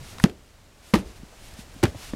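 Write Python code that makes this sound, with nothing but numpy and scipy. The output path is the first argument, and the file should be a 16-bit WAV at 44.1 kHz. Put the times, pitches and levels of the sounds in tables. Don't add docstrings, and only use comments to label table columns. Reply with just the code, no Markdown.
import sys
import numpy as np
from scipy import signal
from scipy.fft import rfft, irfft, next_fast_len
from scipy.io import wavfile
from scipy.ndimage import map_coordinates

SR = 44100
rng = np.random.default_rng(int(sys.argv[2]) if len(sys.argv) > 2 else 0)


def decibels_to_gain(level_db):
    exponent = np.asarray(level_db, float) / 20
    return 10 ** exponent


def transcribe(u):
    v = np.clip(np.atleast_2d(u).T, -1, 1)
    q = np.round(v * 32767).astype(np.int16)
    wavfile.write(sys.argv[1], SR, q)


N = 94815

# frequency in Hz, level in dB per Hz.
NIGHT_TONE = [(90, -25), (150, -5), (300, -4), (600, -3.5), (900, -7), (1600, -9.5), (7600, -16),
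              (16000, -28)]
# frequency in Hz, level in dB per Hz.
BREEZE_TONE = [(12, -14), (22, 0), (45, -2), (75, -4), (130, -11), (300, -20), (500, -40)]
# time in seconds, gain in dB.
AUTO_GAIN = [(0, 0), (.24, 0), (.33, -7), (.55, -9), (.9, -5), (1.1, -3), (1.4, -3), (1.8, -2), (2.15, 0)]
# start in seconds, level in dB, pitch in Hz, rise in seconds,
# fall to -60 dB in seconds.
HEAP_THUMPS = [(.004, -36, 135, .006, .08), (.2397, -.8, 188, .0006, .017), (.2447, -6, 185, .001, .009),
               (.2515, -21, 340, .001, .03), (.2645, -16, 215, .001, .013), (.9365, -8, 208, .001, .04),
               (.9368, -15, 470, .001, .02), (.9385, -20, 100, .002, .04), (.9555, -14, 325, .001, .035),
               (.982, -28, 195, .004, .075), (.958, -27, 50, .005, .06), (1.05, -34, 60, .01, .1),
               (1.232, -32, 200, .001, .015), (1.589, -31, 200, .001, .016), (1.762, -35, 230, .001, .016),
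               (1.8314, -4.5, 340, .006, .03), (1.8325, -11, 105, .006, .045),
               (1.8375, -13, 175, .002, .022), (1.8535, -18, 250, .001, .02), (1.876, -26, 75, .004, .05),
               (1.945, -33, 270, .002, .02), (1.953, -30, 100, .003, .04), (2.1348, -17, 240, .001, .013),
               (2.1485, -28, 200, .001, .03)]
# middle in seconds, level in dB, rise in seconds,
# fall in seconds.
SNOW_SWISHES = [(.1, -49, .06, .04), (.205, -50, .015, .012), (.232, -50, .012, .01), (.9, -55, .06, .03),
                (1.0, -50, .02, .012), (1.08, -55, .03, .04), (1.17, -55, .012, .015),
                (1.47, -53, .08, .05), (1.605, -48, .025, .022), (1.8, -56, .03, .02),
                (1.89, -48, .015, .012), (2.04, -45, .05, .06)]
# frequency in Hz, level in dB per Hz.
POWDER_TONE = [(410, -32), (700, -2), (1020, -8), (2300, -3), (5120, -5), (10700, -13), (16000, -25)]
# middle in seconds, level in dB, rise in seconds,
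# fall in seconds.
POWDER_SPRAYS = [
    (.1, -57, .05, .04),
    (.234, -47, .014, .008),
    (.9, -60, .04, .03),
    (.99, -54, .03, .012),
    (1.47, -60, .06, .05),
    (1.605, -57, .025, .022),
    (2.05, -54, .05, .035),
]
# frequency in Hz, level in dB per Hz.
MIST_TONE = [(2500, -30), (5000, -8), (8500, 0), (12000, -3), (16000, -18)]
# start in seconds, level in dB, centre in Hz, fall to -60 dB in seconds.
CRUST_CRACKS = [(.1836, -33, 1000, .02), (.1836, -32, 3800, .01), (.1985, -35, 9000, .006),
                (.1995, -23, 1200, .018), (.2388, -6, 3400, .006), (.2395, -11, 850, .035),
                (.2965, -34, 2500, .025), (.2965, -45, 9000, .008), (.9372, -11, 850, .055),
                (.9394, -14, 2500, .022), (.9405, -25, 8000, .012), (.952, -24, 4500, .012),
                (1.325, -43, 550, .07), (1.537, -41, 6000, .03), (1.743, -43, 13000, .005),
                (1.8285, -25, 900, .03), (1.832, -27, 8000, .02), (1.8365, -16, 5000, .012),
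                (1.837, -14, 700, .04), (1.838, -13, 1700, .025), (1.853, -22, 2000, .03),
                (1.946, -33, 420, .06), (2.1335, -28, 500, .03), (2.135, -34, 1800, .02)]
# start in seconds, crystal level in dB, rumble level in dB,
# rise in seconds, fall to -60 dB in seconds.
HARD_BLOWS = [
    (.2385, -30, -28, .001, .15),
    (.9358, -22, -24, .003, .17),
    (1.828, -21, -23, .004, .12),
]
# frequency in Hz, level in dB per Hz.
CRYSTAL_TONE = [(300, -20), (550, -2), (1000, -4), (2000, -6), (4500, -14), (8000, -23), (11500, -26),
                (16000, -40)]
# frequency in Hz, level in dB per Hz.
HEAP_TONE = [(25, -3), (70, 0), (130, -5), (200, -3), (400, -3), (650, -12), (1200, -30)]

AFTER = np.arange(SR // 2) / SR


def unit(x):
    return x / np.sqrt(np.mean(x ** 2) + 1e-20)


def coloured(x, tone):
    size = next_fast_len(N + 8192)
    hz, db = np.transpose(tone)
    pitch = np.log(np.fft.rfftfreq(size, 1 / SR) + 1)
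    gain = decibels_to_gain(np.interp(pitch, np.log(hz + 1), db, left=-120, right=-120))
    return unit(irfft(rfft(x, size) * gain, size)[:N])


def wobble(rate):
    points = rng.standard_normal(int(N * rate / SR) + 4)
    return map_coordinates(points, [np.arange(N) * rate / SR])


def swell(t, rise, t60, shape=1):
    return (1 - np.exp(-t / abs(rise))) * decibels_to_gain(-60 * (t / t60) ** shape)


def placed(events):
    track = np.zeros(N + SR)
    for start, sound in events:
        track[int(round(start * SR)):][:len(sound)] += sound
    return track[:N]


def strokes(rows):
    t = np.arange(N) / SR
    level = np.zeros(N)
    for middle, db, rise, fall in rows:
        width = np.where(t < middle, rise, fall)
        level += decibels_to_gain(db) * np.exp(-.5 * ((t - middle) / width) ** 2)
    return level


def grit(share, spread_db):
    happens = rng.random(N) < 4000 / SR
    size = decibels_to_gain(spread_db * rng.exponential(size=N))
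    snaps = happens * rng.standard_normal(N) * size
    return share * unit(snaps) + (1 - share) * rng.standard_normal(N)


def night():
    hiss = decibels_to_gain(-49.5 + .8 * wobble(12)) * coloured(rng.standard_normal(N), NIGHT_TONE)
    breeze = decibels_to_gain(-46.5 + 2.5 * wobble(9)) * coloured(rng.standard_normal(N), BREEZE_TONE)
    gain_db = np.interp(np.arange(N) / SR, *np.transpose(AUTO_GAIN))
    return decibels_to_gain(gain_db) * (hiss + breeze)


def thumps():
    events = []
    for start, db, hz, rise, fall in HEAP_THUMPS:
        level = decibels_to_gain(db) * swell(AFTER, rise, fall, shape=2.4)
        events.append((start, level * np.sin(2 * np.pi * hz * AFTER)))
    crumble = decibels_to_gain(1.2 * wobble(700))
    return placed(events) * crumble


def swishes():
    powder = decibels_to_gain(1.2 * wobble(60)) * coloured(grit(.25, 2.5), POWDER_TONE)
    mist = coloured(grit(.2, 2.1), MIST_TONE)
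    return strokes(SNOW_SWISHES) * powder + strokes(POWDER_SPRAYS) * mist


def crack(hz, t60):
    t = AFTER[:4096]
    f = np.fft.rfftfreq(len(t), 1 / SR)
    width = hz * 1.1
    ring = 1j * f * width / (hz * hz - f * f + 1j * f * width)
    splash = decibels_to_gain(-23) * 1j * f / (hz + 1j * f) / (1 + 1j * f / (3.2 * hz)) ** 2
    snap = swell(t, .0003, t60) * rng.standard_normal(len(t))
    burst = irfft(rfft(snap) * (ring ** 2 + splash))
    return burst / np.abs(burst).max()


def cracks():
    return placed((start, decibels_to_gain(db) * crack(hz, t60)) for start, db, hz, t60 in CRUST_CRACKS)


def crush():
    crackles, rumbles = [], []
    for start, crystal_db, rumble_db, rise, t60 in HARD_BLOWS:
        crackles.append((start, decibels_to_gain(crystal_db) * swell(AFTER, rise, t60)))
        rumbles.append((start, decibels_to_gain(rumble_db) * swell(AFTER, 3 * rise, 2.1 * t60)))
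    crystals = decibels_to_gain(1.8 * wobble(200)) * coloured(grit(.5, 1.6), CRYSTAL_TONE)
    heap = coloured(rng.standard_normal(N), HEAP_TONE)
    return placed(crackles) * crystals + placed(rumbles) * heap


def scene():
    return (night() + thumps() + swishes() + cracks() + crush())[None]


def band_limit(x):
    return signal.sosfilt(signal.butter(12, 16200, fs=SR, output="sos"), x)


def record(dry):
    ceiling, hardness = .72, 6
    held = dry / (1 + np.abs(dry / ceiling) ** hardness) ** (1 / hardness)
    treble_limit = signal.butter(N=8, Wn=15700, fs=SR, output="sos")
    mix = signal.sosfilt(treble_limit, held)
    return band_limit(mix)


dry = scene()
out = record(dry)
transcribe(out)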